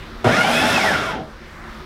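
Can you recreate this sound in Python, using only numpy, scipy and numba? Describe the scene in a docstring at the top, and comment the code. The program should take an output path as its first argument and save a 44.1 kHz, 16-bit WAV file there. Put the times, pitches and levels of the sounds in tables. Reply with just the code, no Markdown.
"""Kitchen counter: a food processor is pulsed once over a fan-like room noise.
The switch closes and mains current buzzes in the windings: harmonics of twice the mains frequency.
Gear and fan whines, speed-locked tones, climb, hold and run down through the housing's resonances.
Churn, rattle, air and sizzle are shaped noises; lumps of cheese thump the bowl as filtered noise swells.
A gain control ducks the loud passage and recovers."""
import sys
import numpy as np
from scipy import signal
from scipy.fft import rfft, irfft, next_fast_len
from scipy.io import wavfile
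from scipy.ndimage import uniform_filter1d
from numba import njit

SR = 44100
rng = np.random.default_rng(int(sys.argv[2]) if len(sys.argv) > 2 else 0)


def amplitude_ratio(level_db):
    """Convert a level in decibels to the matching linear amplitude (field) ratio."""
    exponent = np.asarray(level_db, float) / 20
    return 10 ** exponent


def master(y):
    """Save y as 16-bit WAV."""
    cut = np.clip(np.atleast_2d(y).T, -1, 1)
    pcm = np.round(cut * 32767)  # scale
    wavfile.write(sys.argv[1], SR, pcm.astype(np.int16))


N = 81585

# Room noise spectrum: freq_hz, relative_density_db
ROOM_SPECTRUM = [(12, -25), (22, -1.5), (68, -2.5), (122, -16.5), (157, -5), (186, -26), (220, -2),
                 (275, -19), (363, -7.5), (429, -22), (470, -16), (800, -20.5), (1250, -15.5),
                 (2000, -20.5), (2600, -26.5), (3600, -26), (5500, -33.5), (7000, -42), (10000, -46),
                 (15600, -49.5)]
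# Motor run-up and coast-down: time_s, gear_mesh_hz, whine_level_db (before the housing)
MOTOR_SPEED = [(.245, 950, -31.5), (.275, 1220, -23), (.297, 1400, -18), (.32, 1600, -19.5),
               (.345, 1810, -14.5), (.385, 2090, -17), (.43, 2230, -19), (.5, 2430, -20.5),
               (.62, 2640, -17.5), (.73, 2690, -23), (.765, 2600, -17), (.8, 2350, -19), (.835, 2090, -21),
               (.875, 1870, -15), (.912, 1620, -16.5), (.955, 1400, -18), (.99, 1310, -26),
               (1.09, 1030, -21), (1.18, 770, -38), (1.28, 480, -38.5)]
# Motor noise levels: time_s, bowl_churn_db, gear_rattle_db, cooling_air_db, brush_sizzle_db
RUSH_LEVELS = [(.245, -18.5, -22.5, -35, -44), (.28, -14, -16.5, -28.5, -39),
               (.34, -13.5, -17, -22.5, -35.5), (.45, -17.5, -16.5, -24, -32.5),
               (.6, -17, -15.5, -22, -29.5), (.78, -17, -15.5, -20.5, -32.5), (.88, -19, -16, -22.5, -33.5),
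               (.96, -17.5, -17.5, -28, -40), (1.05, -21.5, -23, -31, -45), (1.13, -25, -25.5, -38.5, -51),
               (1.2, -24.5, -36.5, -51, -74), (1.27, -32.5, -52, -68, -80), (1.33, -37, -38, -51, -82)]
# Shaft, gear and fan tones: multiple_of_mesh, powered_db, coasting_db, smear_hz, powered_clean_share
WHINE_TONES = [(.094, -11, -24, 25, .6), (.325, -10, -28, 20, .85), (.66, -6.5, -26, 60, .6),
               (1, -2.5, -3, 110, .6), (1.25, -12, -18, 200, .1), (1.32, -7, -16, 130, .4),
               (2, -17, -22, 200, .2)]
# Housing and bowl resonances: freq_hz, width_hz, peak_gain_db
BODY_MODES = [(248.5, 38, 6.5), (644, 21, 5), (757, 43, 5.5), (863, 10, 6), (1386, 98, 6.5),
              (1547, 69, 2.5), (1970, 70, 2.5), (2141, 80, 4), (2760, 67, 2), (3260, 120, 2.5),
              (5180, 300, 1.5)]
# Low churn in the bowl, spectrum: freq_hz, relative_density_db
CHURN_SPECTRUM = [(30, -29), (70, -8.5), (130, -4), (240, -0.5), (400, -7), (650, -0.5), (1000, -11.5),
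                  (1600, -36), (3000, -70)]
# Gear rattle, spectrum: freq_hz, relative_density_db
RATTLE_SPECTRUM = [(300, -64), (600, -20), (1000, -2.5), (1500, 0.5), (2200, -3.5), (3300, -7.5),
                   (5000, -24.5), (9000, -70)]
# Cooling air, spectrum: freq_hz, relative_density_db
AIR_SPECTRUM = [(1200, -60), (2200, -27), (3500, 2.5), (4500, -6), (5300, -2), (7000, -12), (10000, -29),
                (16000, -70)]
# Brush sizzle, spectrum: freq_hz, relative_density_db
SIZZLE_SPECTRUM = [(3000, -60), (5500, -9.5), (8000, 1), (10000, 0), (13000, -7), (15700, -15.5),
                   (20000, -50)]
# Magnetic buzz harmonics: multiple_of_buzz, inrush_db, running_db
BUZZ_HARMONICS = [(1, -1, -9), (2, 0, 0), (3, 0, -10), (4, -2, -10), (5, -6, -12), (6, -12, -18),
                  (8, -13, -20), (10, -15, -22)]
# Lumps on the bowl wall: start_s, level_db, length_s
LUMP_THUMPS = [(0.354, -15.5, 0.062), (.43, -10.5, 0.036), (0.478, -11.5, 0.048), (.61, -12, 0.031),
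               (0.659, -15.5, 0.053), (0.758, -14.5, .05), (0.829, -12, 0.053), (0.889, -15.5, 0.051)]
# Small hard ticks: start_s, level_db, centre_hz
CRUMB_TICKS = [(.2435, -30, 7000), (.335, -37, 11000), (.482, -33, 11500), (.885, -37, 12000),
               (.999, -38, 12000), (1.063, -37, 11500), (1.127, -46, 11500)]

ROOM_DB = -35
ON_S, OFF_S, SWITCH_S = 0.2425, 0.748, 0.03  # OFF_S: middle of the opening ramp
BUZZ_HZ = 120.1  # twice the mains
INRUSH_DB, INRUSH_S, RUN_DB = -9.5, 0.043, -16.5
RISE_S, EASE_S = 0.012, 0.32  # the hum fades as the motor gains speed
COAST_CLEAN = 0.6  # unloaded gears chatter: less of the clean core stays
BLADE_PER_MESH, BLADE_DEPTH = 0.0215, 0.074
THUMP_HZ, THUMP_WIDTH_HZ, TICK_FALL_S = 700, 380, 0.0024
KITCHEN_T60_S, KITCHEN_DB = 0.3, -10
AGC_TOP_DB, AGC_RATIO, AGC_ATTACK_S = -33, 1.401, 0.024
AGC_OVERSHOOT_RELEASE_DB_PER_S = 31  # before the ratio is applied


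def unit(x):
    """Scale to rms 1."""
    return x / np.sqrt(np.mean(x ** 2))


def curve(table, column):
    """Column of a time table, one value per sample."""
    rows = np.array(table)
    return np.interp(np.arange(N) / SR, rows[:, 0], rows[:, column])


def walk(rate_hz):
    """Random levels held 1 / rate_hz s and slewed; spread near 1."""
    hold = int(SR / rate_hz)
    steps = np.repeat(rng.standard_normal(N // hold + 1), hold)
    return 1.29 * uniform_filter1d(uniform_filter1d(steps, hold), hold)[:N]


def band(x, hz, width_hz):
    """Resonance, gain 1 at the centre."""
    return signal.lfilter(*signal.iirpeak(min(hz, 0.45 * SR), hz / width_hz, SR), x)


def noise(spectrum, flicker_db, rate_hz):
    """Coloured noise, rms 1, whose overlapping half-octave bands each flicker."""
    points = np.array(spectrum)
    size = next_fast_len(N)
    log_f = np.log(np.arange(size // 2 + 1) * SR / size + 1)
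    gain_db = np.interp(log_f, np.log(points[:, 0]), points[:, 1])
    spec = rfft(rng.standard_normal(size)) * amplitude_ratio(gain_db)
    step = np.log(2) / 2
    total = 0
    for centre in np.arange(2.7, 10.4, step):  # natural log of Hz
        triangle = np.clip(1 - abs(log_f - centre) / step, 0, 1)
        part = irfft(spec * triangle, size)[:N]
        total = total + part * amplitude_ratio(flicker_db * walk(rate_hz))
    return unit(total)


def gate(start_s, rise_s, fall_s):
    """Quick exponential rise, exponential fall."""
    t = np.maximum(np.arange(N) / SR - start_s, 0)
    return (1 - np.exp(-t / rise_s)) * np.exp(-t / fall_s)


def power():
    """1 until the switch opens, then a short ramp to 0."""
    return np.clip((OFF_S - np.arange(N) / SR) / SWITCH_S + 0.5, 0, 1)


def room():
    """Steady fan-like noise with slowly flickering bands."""
    return amplitude_ratio(ROOM_DB) * noise(ROOM_SPECTRUM, 1.73, 11.73)


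def kitchen(x):
    """Tiles and counter throw back a short, dense echo: decaying noise as impulse response."""
    t = np.arange(int(0.5 * SR)) / SR
    decay = np.exp(-np.log(1000) * t / KITCHEN_T60_S)
    tail = rng.standard_normal(len(t)) * decay * (t > 0.003)
    tail = tail / np.sqrt(np.sum(tail ** 2))
    return x + amplitude_ratio(KITCHEN_DB) * signal.fftconvolve(x, tail)[:N]


def body(x):
    """Housing and bowl ring along: resonances added to the direct sound."""
    return x + sum((amplitude_ratio(db) - 1) * band(x, hz, width_hz) for hz, width_hz, db in BODY_MODES)


def ticks():
    """Crumbs tick on the plastic: short bursts of high band noise."""
    source = rng.standard_normal(N)
    out = 0
    for start_s, db, hz in CRUMB_TICKS:
        click = unit(band(band(source, hz, 0.6 * hz), hz, 0.6 * hz))
        out = out + amplitude_ratio(db) * gate(start_s, 0.0005, TICK_FALL_S) * click
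    return out


def thumps():
    """Lumps thump the bowl wall: half-sine swells of band noise through the body."""
    t = np.arange(N) / SR
    swell = 0
    for start_s, db, length_s in LUMP_THUMPS:
        swell = swell + amplitude_ratio(db) * np.sin(np.pi * np.clip((t - start_s) / length_s, 0, 1))
    dull = band(rng.standard_normal(N), THUMP_HZ, THUMP_WIDTH_HZ)
    dull = band(dull, THUMP_HZ, THUMP_WIDTH_HZ)
    return unit(body(dull)) * swell


def buzz():
    """Magnetic buzz: a brief inrush over an easing hum, harmonics flickering in level and phase."""
    t = np.arange(N) / SR - ON_S
    flat_then_drop = np.exp(-(np.maximum(t, 0) / INRUSH_S) ** 4)
    inrush = amplitude_ratio(INRUSH_DB) * flat_then_drop * gate(ON_S, RISE_S, 9e9)
    run = amplitude_ratio(RUN_DB) * gate(ON_S, RISE_S, EASE_S)
    out = 0
    for k, inrush_db, run_db in BUZZ_HARMONICS:
        level = (amplitude_ratio(inrush_db) * inrush + amplitude_ratio(run_db) * run) * amplitude_ratio(4.3 * walk(60.37))
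        phase = 2 * np.pi * (k * BUZZ_HZ * t + rng.random()) + 0.52 * walk(60)
        out = out + level * np.sin(phase)
    return power() * out


def rush(turns):
    """Churn, rattle, cooling air and brush sizzle: noises pulsing slightly at the blade rate."""
    blade = 1 + BLADE_DEPTH * np.cos(2 * np.pi * BLADE_PER_MESH * turns)
    slosh = noise(CHURN_SPECTRUM, 1.5, 25)
    churn = unit(slosh + 0.24 * body(slosh)) * amplitude_ratio(curve(RUSH_LEVELS, 1))
    rattle = unit(body(noise(RATTLE_SPECTRUM, 0.74, 24.6))) * amplitude_ratio(curve(RUSH_LEVELS, 2))
    air = unit(body(noise(AIR_SPECTRUM, 0.78, 21.1))) * amplitude_ratio(curve(RUSH_LEVELS, 3))
    sizzle = noise(SIZZLE_SPECTRUM, 0.78, 20.2) * amplitude_ratio(curve(RUSH_LEVELS, 4) + 1.2 * walk(27.5))
    return blade * (churn + rattle + air + sizzle)


def whines(turns):
    """Shaft, gear and fan tones locked to the speed: a clean core in a rough, smeared skirt."""
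    out, on = 0, power()
    for multiple, on_db, off_db, smear_hz, clean in WHINE_TONES:
        rough = (walk(2 * smear_hz) + 1j * walk(2 * smear_hz)) / np.sqrt(2)
        core = clean * (COAST_CLEAN + (1 - COAST_CLEAN) * on)
        carrier = np.exp(2j * np.pi * multiple * turns)
        tone = (core + np.sqrt(1 - core ** 2) * rough) * carrier
        level_db = off_db + (on_db - off_db) * on + 1.15 * walk(25.53)
        out = out + amplitude_ratio(level_db) * tone.real
    return np.sqrt(2) * out * amplitude_ratio(curve(MOTOR_SPEED, 2))


def motor():
    """Whines through the body twice, plus the rush; starts at the switch and fades out at the end."""
    turns = np.cumsum(curve(MOTOR_SPEED, 1)) / SR  # gear mesh cycles
    end = np.clip((1.34 - np.arange(N) / SR) / 0.15, 0, 1)
    return gate(ON_S, 0.002, 9e9) * end * (body(body(whines(turns))) + rush(turns))


def scene():
    """Food processor with its kitchen echo, over the room noise."""
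    processor = motor() + buzz() + thumps() + ticks()
    return (kitchen(processor) + room())[None]


@njit
def follow(x, attack, release):
    """Level follower in dB: fast up, at most a steady slope down."""
    e, out = 0., np.empty(len(x))
    for i in range(len(x)):
        if x[i] > e:
            e = e + (x[i] - e) * attack
        else:
            e = max(x[i], e - release)
        out[i] = e
    return out


def gain_control(dry):
    """Turns loud passages down and lets go slowly."""
    level = np.sqrt(uniform_filter1d(dry[0] ** 2, size=441) + 1e-12)  # 10 ms rms
    over_db = np.maximum(20 * np.log10(level) - AGC_TOP_DB, 0)
    held_db = follow(over_db, 1 / (AGC_ATTACK_S * SR), AGC_OVERSHOOT_RELEASE_DB_PER_S / SR)
    duck_db = held_db * (1 - 1 / max(AGC_RATIO, 1))
    return dry * amplitude_ratio(-duck_db)


def roll_off(x):
    """The treble ends steeply here."""
    return signal.sosfilt(signal.butter(12, 15790, fs=SR, output="sos"), x)


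def record(dry):
    """Gain control first, then the last stage."""
    mix = gain_control(dry)
    return roll_off(mix)


dry = scene()
out = record(dry)
master(out)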